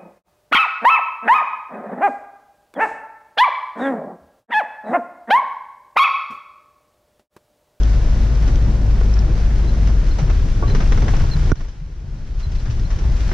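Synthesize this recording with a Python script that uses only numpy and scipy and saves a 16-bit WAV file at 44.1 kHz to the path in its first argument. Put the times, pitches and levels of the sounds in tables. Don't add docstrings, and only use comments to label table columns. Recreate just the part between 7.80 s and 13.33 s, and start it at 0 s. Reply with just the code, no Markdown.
import sys
import numpy as np
from scipy import signal
from scipy.fft import rfft, irfft, next_fast_len
from scipy.io import wavfile
from scipy.ndimage import uniform_filter1d, minimum_filter1d

SR = 44100
rng = np.random.default_rng(int(sys.argv[2]) if len(sys.argv) > 2 else 0)


def pcm_store(signal):
    levels = np.round(np.clip(np.atleast_2d(signal), -1, 1) * 32767)
    wavfile.write(sys.argv[1], SR, levels.astype(np.int16).T)


N = 243873
T = np.arange(N) / SR

# f/Hz, level/dB
CABIN_WIDTH = [(60, -23), (170, -19.5), (300, -16), (510, -8), (860, -2.5), (1470, -2), (2500, -4.5),
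               (4250, -7), (6000, 1.5), (8000, 1.5)]
# f/Hz, level/dB
CABIN_LEAN = [(120, 0), (280, -0.5), (520, -2), (1000, -0.6), (2000, 1.5), (4000, 1.5), (8000, 0)]

# t/s, level/dB
WATER = [(0, -42), (0.75, -42), (0.95, -44), (2.05, -42.5), (2.82, -43), (3.05, -40.5), (3.42, -40.5),
         (3.65, -42), (4.1, -42), (4.5, -42), (5.3, -44), (5.53, -40)]
# f/Hz, level/dB per Hz
RAIN_SPECTRUM = [(200, -9), (600, 5.5), (1000, 7.5), (1250, 7), (1450, 9.5), (2000, 5.5), (2800, 3),
                 (4300, 1), (5700, 0.5), (7000, -7.5), (8200, -16.5), (10500, -21), (12000, -27),
                 (15000, -43)]
SPLASH_DB, SPLASH_S = 12.5, 0.12

# t/s, mean firing rate f/Hz, relative level/dB
ENGINE = [(0, 52, -12), (1.8, 51.7, -13.3), (2.1, 49.7, -12.5), (2.45, 41, -16), (2.8, 40, -22),
          (3.6, 38, -22), (4.4, 51, -26), (5.53, 52, -23)]
# multiple of firing rate, level/dB
ENGINE_ORDERS = [(1, -1.5), (2, -18.5), (3, -35), (4.15, -26), (6, -37), (7, -38), (8, -40), (9, -41),
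                 (11, -38), (11.5, -42), (13, -41), (14, -43.5)]
# f/Hz, level/dB per Hz
COMBUSTION_SPECTRUM = [(100, -8.5), (220, 2.5), (400, -6.5), (600, -9.5), (900, -14), (2000, -20.5),
                       (8000, -81)]

# t/s, level/dB
ROUGHNESS = [(0, -0.5), (1.2, 0.4), (1.8, 1), (2.78, 0), (2.92, 5), (3.3, 4), (3.6, 1.5), (4.1, 0),
             (4.8, 1.5), (5.53, -1)]
# f/Hz, level/dB per Hz
BOOM_SPECTRUM = [(10, -22.5), (15, -9.5), (22, 1), (31, 3.5), (42, -3), (60, -3.5), (90, -19.5), (200, -72),
                 (2000, -130)]
# f/Hz, level/dB per Hz
TYRE_SPECTRUM = [(12, -23), (35, 0.5), (70, 2.5), (130, 0.5), (180, -8.5), (260, -16), (370, -18.5),
                 (550, -25), (1000, -33.5), (2500, -68.5), (10000, -110)]
BOOM_DB, TYRE_DB = -15.5, -23
HEAVE_DB, HEAVE_S = 6.5, 0.11

# t/s, decay t/s, level/dB
PUDDLES = [(4.587, 0.037, -36.5), (4.71, 0.02, -39.5), (4.745, 0.018, -38.5), (4.791, 0.056, -41.5),
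           (4.9, 0.024, -38.5), (5.357, 0.031, -43.5), (5.396, 0.024, -42)]
# f/Hz, level/dB per Hz
SPLASH_SPECTRUM = [(300, -8.5), (900, 12.5), (2500, 10.5), (5800, 7.5), (7500, -4.5), (10500, -27),
                   (15000, -56)]
# t/s, level/dB
BIG_DROPS = [(0.033, -33.5), (0.757, -34)]

# t/s, relative level/dB
WIPER_FLICKS = [(1.338, -32), (1.389, -30.5)]
# f/Hz, level/dB per Hz
FLICK_SPECTRUM = [(3000, -16), (4400, 0), (4900, 0), (5400, 11), (6000, 1), (6800, -11), (8000, -32),
                  (14000, -65)]
# f/Hz, level/dB per Hz
FLIP_SPECTRUM = [(200, 11), (330, 22.5), (600, 6), (1400, 6), (2200, 1.5), (3000, -10.5), (6000, -22),
                 (14000, -58)]
FLIP_S, FLIP_DB = 1.208, -25.5

# t/s, length t/s, mid-glide f/Hz, fall in f/Hz, relative level/dB
SQUEAKS = [(1.872, .05, 4075, 20, -43), (2.306, .03, 4180, 60, -41), (2.873, .028, 4080, 30, -38.5),
           (2.901, .03, 4080, 50, -36), (3.511, .026, 4190, 70, -30.5), (3.533, .017, 4070, 170, -28.5),
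           (3.77, .022, 4190, 40, -32.5), (4.625, .048, 4085, 70, -33.5), (4.781, .022, 4090, 0, -38.5),
           (5.048, .026, 4170, -130, -41.5)]

# t/s, level/dB, decay t/s, bright edge against clatter level/dB
RATTLES = [(0.675, -32, 0.011, -9), (1.328, -37, 0.0053, -20), (1.364, -29, 0.013, -24),
           (1.576, -28, 0.0051, -16.5), (2.071, -28, 0.016, -14), (2.384, -26.5, 0.032, -14.5),
           (2.498, -27.5, 0.011, -17.5), (2.877, -28.5, .01, -17), (2.897, -27.5, 0.0098, -17),
           (2.947, -23, 0.016, -14), (3.002, -21.5, 0.013, -18.5), (3.119, -22, 0.0085, -16),
           (3.173, -22.5, 0.011, -19), (3.218, -26, 0.016, -15.5), (3.28, -22, 0.014, -17.5),
           (3.336, -24, 0.012, -23), (3.364, -30, 0.01, -11), (3.405, -28, 0.012, -18),
           (3.754, -22, .014, -9), (3.806, -17.5, 0.01, -14), (3.847, -26, 0.01, -22),
           (3.882, -26.5, 0.028, -8), (4.005, -34.5, 0.034, -25), (4.855, -31.5, 0.033, -14),
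           (4.898, -33, 0.013, -13), (4.994, -32.5, 0.0056, -10), (5.102, -29.5, 0.033, -11.5),
           (5.186, -31, 0.016, -12), (5.489, -28.5, 0.0065, -15), (5.514, -23.5, 0.0054, -28)]
# f/Hz, level/dB per Hz
CLATTER_SPECTRUM = [(150, 13), (400, 6), (900, 2), (1900, -1), (2800, -10), (4500, -24), (8000, -64.5),
                    (14000, -61)]
# f/Hz, level/dB per Hz
EDGE_SPECTRUM = [(1500, -20.5), (3000, 9), (4500, 2.5), (5800, 8), (7500, -10.5), (9000, -31), (15000, -50)]
CHATTER_PER_S, CHATTER_DB, CHATTER_SPREAD_DB = 6.6, -37, -2
LIGHT_EDGE_DB = -21.5

# t/s, level/dB
KNOCKS = [(2.8234, -16.5), (2.832, -15.5), (3.225, -28), (3.439, -21.5), (3.853, -23)]
# f/Hz, t60 t/s, level/dB
DASH_MODES = [(335, 0.042, -12), (410, 0.062, -3), (583, 0.033, -7), (707, 0.064, -12), (906, 0.029, -3.5),
              (1135, 0.13, -10), (1426, 0.033, -10.5)]
# t/s, thud f/Hz, relative level/dB
RUTS = [(2.418, 138, -9), (2.499, 68.5, -1), (3.126, 78, -21), (3.549, 150.2, -10), (4.011, 154, -8.5),
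        (4.274, 136, -14), (4.665, 69, 0), (4.885, 109.6, -5)]

# f/Hz, t60 t/s, relative level/dB
CASE_MODES = [(333, 0.021, -8), (600, 0.0093, -12), (1083, 0.008, -20), (1470, 0.03, -15.5),
              (2530, .008, -33), (5300, 0.006, -28.5), (5950, 0.012, -26.5)]
JOLT_S, BOUNCE_S, THUMP_S = 3.7175, 3.7202, 3.7226
SWELL_S = 0.087
TOP_HZ = 15500


def undb(db):
    return 10 ** (np.asarray(db) / 20)


def unit(x):
    return x / np.sqrt(np.mean(x ** 2))


def curves(table):
    s, *columns = np.transpose(table)
    return [np.interp(T, s, column) for column in columns]


def colour(x, points):
    hz, db = np.transpose(points)
    size = next_fast_len(N)
    bins = np.maximum(np.fft.rfftfreq(size, 1 / SR), 1)
    gain = undb(np.interp(np.log(bins), np.log(hz), db))
    return irfft(rfft(x, size) * gain, size)[..., :N]


def noise():
    return rng.standard_normal((2, N))


def cabin(pair, points):
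    mid, side = colour(pair, points)
    side = colour(side, CABIN_WIDTH)
    left = colour(mid + side, [(hz, db / 2) for hz, db in CABIN_LEAN])
    right = colour(mid - side, [(hz, -db / 2) for hz, db in CABIN_LEAN])
    return np.array([left, right]) / np.std(mid)


def pan(db):
    return undb(np.array([[db], [-db]]) / 2)


def walk(rate):
    k = int(SR / rate)
    steps = rng.standard_normal(N)[np.arange(N) // k]
    return unit(uniform_filter1d(uniform_filter1d(steps, k), k))


def burst(start, rise, decay):
    age = T - start
    return np.clip(age / rise, 0, 1) * np.exp(-np.clip((age - rise) / decay, 0, 60))


def grains(per_s, spread_db):
    sizes = undb(spread_db * np.minimum(rng.exponential(size=(2, N)), 5))
    struck = rng.random((2, N)) < per_s / SR
    return unit(struck * sizes * np.sign(noise()))


def tap(points, start, rise, decay):
    shape = burst(start, rise, decay)
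    return unit(cabin(noise(), points) * shape) * np.sqrt(np.mean(shape ** 2))


def ring(start, hz, t60):
    out, first = np.zeros(N), int(start * SR) + 1
    age = T[first:first + int(2 * t60 * SR)] - start
    out[first:first + len(age)] = np.sin(2 * np.pi * hz * age) * np.exp(-np.log(1000) * age / t60)
    return out


def rain(water_db, drops_per_s=550, spread_db=3.0, ring_s=0.0032):
    taps = grains(drops_per_s, spread_db)
    age = T[:1024]
    panel = rng.standard_normal((2, len(age))) * np.exp(-age / ring_s)
    response = rfft(panel)
    smear = irfft(response / np.abs(response))
    patter = unit(signal.fftconvolve(taps, smear, axes=1)[:, :N])
    water = undb(-5.5) * patter + undb(-1.5) * noise()
    return cabin(water, RAIN_SPECTRUM) * undb(water_db + 0.56 * walk(24.45))


def engine(wobble=0.0026, load_db=0.34, combustion_db=-26):
    hz, db = curves(ENGINE)
    phase = 2 * np.pi * np.cumsum(hz * (1 + wobble * walk(12))) / SR
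    note = np.zeros(N)
    for multiple, order_db in ENGINE_ORDERS:
        amplitude = undb(order_db + load_db * walk(7.92))
        note += amplitude * np.sin(multiple * phase + rng.uniform(0, 2 * np.pi))
    combustion = cabin(noise(), COMBUSTION_SPECTRUM) * (1 + 0.4 * np.cos(phase))
    return (np.sqrt(2) * note * pan(2.1) + undb(combustion_db) * combustion) * undb(db)


def body_boom(shake_db):
    return cabin(noise(), BOOM_SPECTRUM) * undb(BOOM_DB + shake_db) * pan(1.8)


def tyre_rumble(shake_db):
    return cabin(noise(), TYRE_SPECTRUM) * undb(TYRE_DB + shake_db + 1.53 * walk(21.7)) * pan(0.77)


def puddle_splashes(rise_s=0.011, drops_per_s=3000):
    showers = sum(undb(db) * burst(s, rise_s, decay) for s, decay, db in PUDDLES)
    return showers * cabin(grains(drops_per_s, spread_db=0.5), SPLASH_SPECTRUM)


def big_drops(tap_s=0.0021):
    ticks = sum(undb(db) * burst(s, 0.0009, tap_s) for s, db in BIG_DROPS)
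    return ticks * cabin(noise(), EDGE_SPECTRUM)


def wiper(flick_db=-1.0):
    flip = tap(FLIP_SPECTRUM, FLIP_S, 0.005, 0.01)
    flicks = sum(undb(db) * tap(FLICK_SPECTRUM, s, 0.0018, 0.0035) for s, db in WIPER_FLICKS)
    return undb(FLIP_DB) * flip + undb(flick_db) * flicks


def squeaks(waver_hz=16, third_db=-33, flutter_db=0.5):
    out = np.zeros(N)
    waver, flutter = waver_hz * walk(240), undb(flutter_db * walk(200))
    for s, length, hz, fall_hz, db in SQUEAKS:
        along = np.clip((T - s) / length, 0, 1)
        phase = 2 * np.pi * np.cumsum(hz + fall_hz * (0.5 - along) + waver) / SR
        grip = np.interp(along, [0, 0.25, 1], [0, 1, 0]) ** 0.8
        out += undb(db) * grip * (np.sin(phase) + undb(third_db) * np.sin(3 * phase))
    return out * flutter * pan(-4.0)


def rattles(rough_db, rise_s=0.0028, light_decay_s=0.015, contacts_per_s=6000):
    kicked = rng.random(N) < CHATTER_PER_S / SR
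    kicks = kicked * undb(CHATTER_DB + rough_db + CHATTER_SPREAD_DB * rng.standard_normal(N))
    light = signal.fftconvolve(kicks, burst(0, rise_s, light_decay_s))[:N]
    clatter, edge = light, undb(LIGHT_EDGE_DB) * light
    for s, db, decay, edge_db in RATTLES:
        blow = undb(db) * burst(s, rise_s, decay)
        clatter = clatter + blow
        edge = edge + undb(edge_db) * blow
    contacts = grains(contacts_per_s, spread_db=1.5)
    return clatter * cabin(contacts, CLATTER_SPECTRUM) + edge * cabin(noise(), EDGE_SPECTRUM)


def dashboard_knocks():
    knocks = np.zeros((2, N))
    for s, db in KNOCKS:
        onset = np.clip((T - s) / 0.0019, 0, 1)
        for hz, t60, mode_db in DASH_MODES:
            for side in range(2):
                delay = rng.uniform(0, 0.00088)
                knocks[side] += undb(db + mode_db) * ring(s + delay, hz, t60) * onset
    return knocks


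def rut_thuds():
    thuds = sum(undb(db) * ring(s, hz, 0.17) * np.clip((T - s) / 0.0092, 0, 1) for s, hz, db in RUTS)
    return thuds * pan(1.8)


def case_click(bounce_db=-6):
    click = np.zeros(N)
    for s, hit_db in [(JOLT_S, 0), (BOUNCE_S, bounce_db)]:
        for k, (hz, t60, db) in enumerate(CASE_MODES):
            click += (-1) ** k * undb(db + hit_db) * ring(s, hz, t60)
    return colour(click, [(6500, -4.0), (9000, -16), (14000, -19)])


def camera_thump():
    age = np.maximum(T - THUMP_S, 0)
    hz = 28 + 125 * np.exp(-age / 0.0052)
    return np.sin(2 * np.pi * np.cumsum(hz * (age > 0)) / SR) * burst(THUMP_S, 0.003, 0.007)


def jolt(crunch_db=-18, crunch_s=0.0018):
    crunch = unit(colour(noise()[0], CLATTER_SPECTRUM)) * burst(JOLT_S, 0.00044, crunch_s)
    knock = undb(1.5) * case_click() + undb(crunch_db) * crunch + undb(19.0) * camera_thump()
    return knock * pan(-8.0)


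def scene():
    rough_db, = curves(ROUGHNESS)
    shake_db = rough_db + HEAVE_DB * burst(JOLT_S, SWELL_S, HEAVE_S)
    water_db = curves(WATER)[0] + SPLASH_DB * burst(JOLT_S, SWELL_S, SPLASH_S)
    steady = rain(water_db) + engine() + body_boom(shake_db) + tyre_rumble(shake_db)
    water_events = puddle_splashes() + big_drops() + wiper()
    trim = squeaks() + rattles(rough_db)
    return steady + water_events + trim + dashboard_knocks() + rut_thuds() + jolt()


def limit(x, ceiling_db, recovery, ahead_s):
    over_db = np.maximum(20 * np.log10(np.abs(x).max(axis=0) + 1e-9) - ceiling_db, 0)
    cut_db = np.maximum.accumulate(over_db + recovery * T) - recovery * T
    k = max(int(ahead_s * SR), 2)
    gain = uniform_filter1d(undb(-cut_db), k, origin=-(k // 2))
    return x * gain


def compress(x, threshold_db, window_s):
    bass = colour(x, [(90, 0), (200, -8), (400, -40)])
    envelope = np.abs(signal.hilbert(np.mean(bass, axis=0)))
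    over_db = np.maximum(20 * np.log10(envelope + 1e-9) - threshold_db, 0)
    k = int(window_s * SR)
    gain = uniform_filter1d(minimum_filter1d(undb(-over_db), k), k)
    return x - bass + bass * gain


def record(dry):
    ducked = limit(dry, ceiling_db=1.0, recovery=12, ahead_s=0.003)
    even = compress(ducked, threshold_db=-6.0, window_s=0.012)
    clipped = np.clip(even, -0.96, 0.96)
    low_pass = signal.ellip(8, 0.2, 70, TOP_HZ, fs=SR, output="sos")
    return signal.sosfilt(low_pass, clipped)


dry = scene()
out = record(dry)
pcm_store(out)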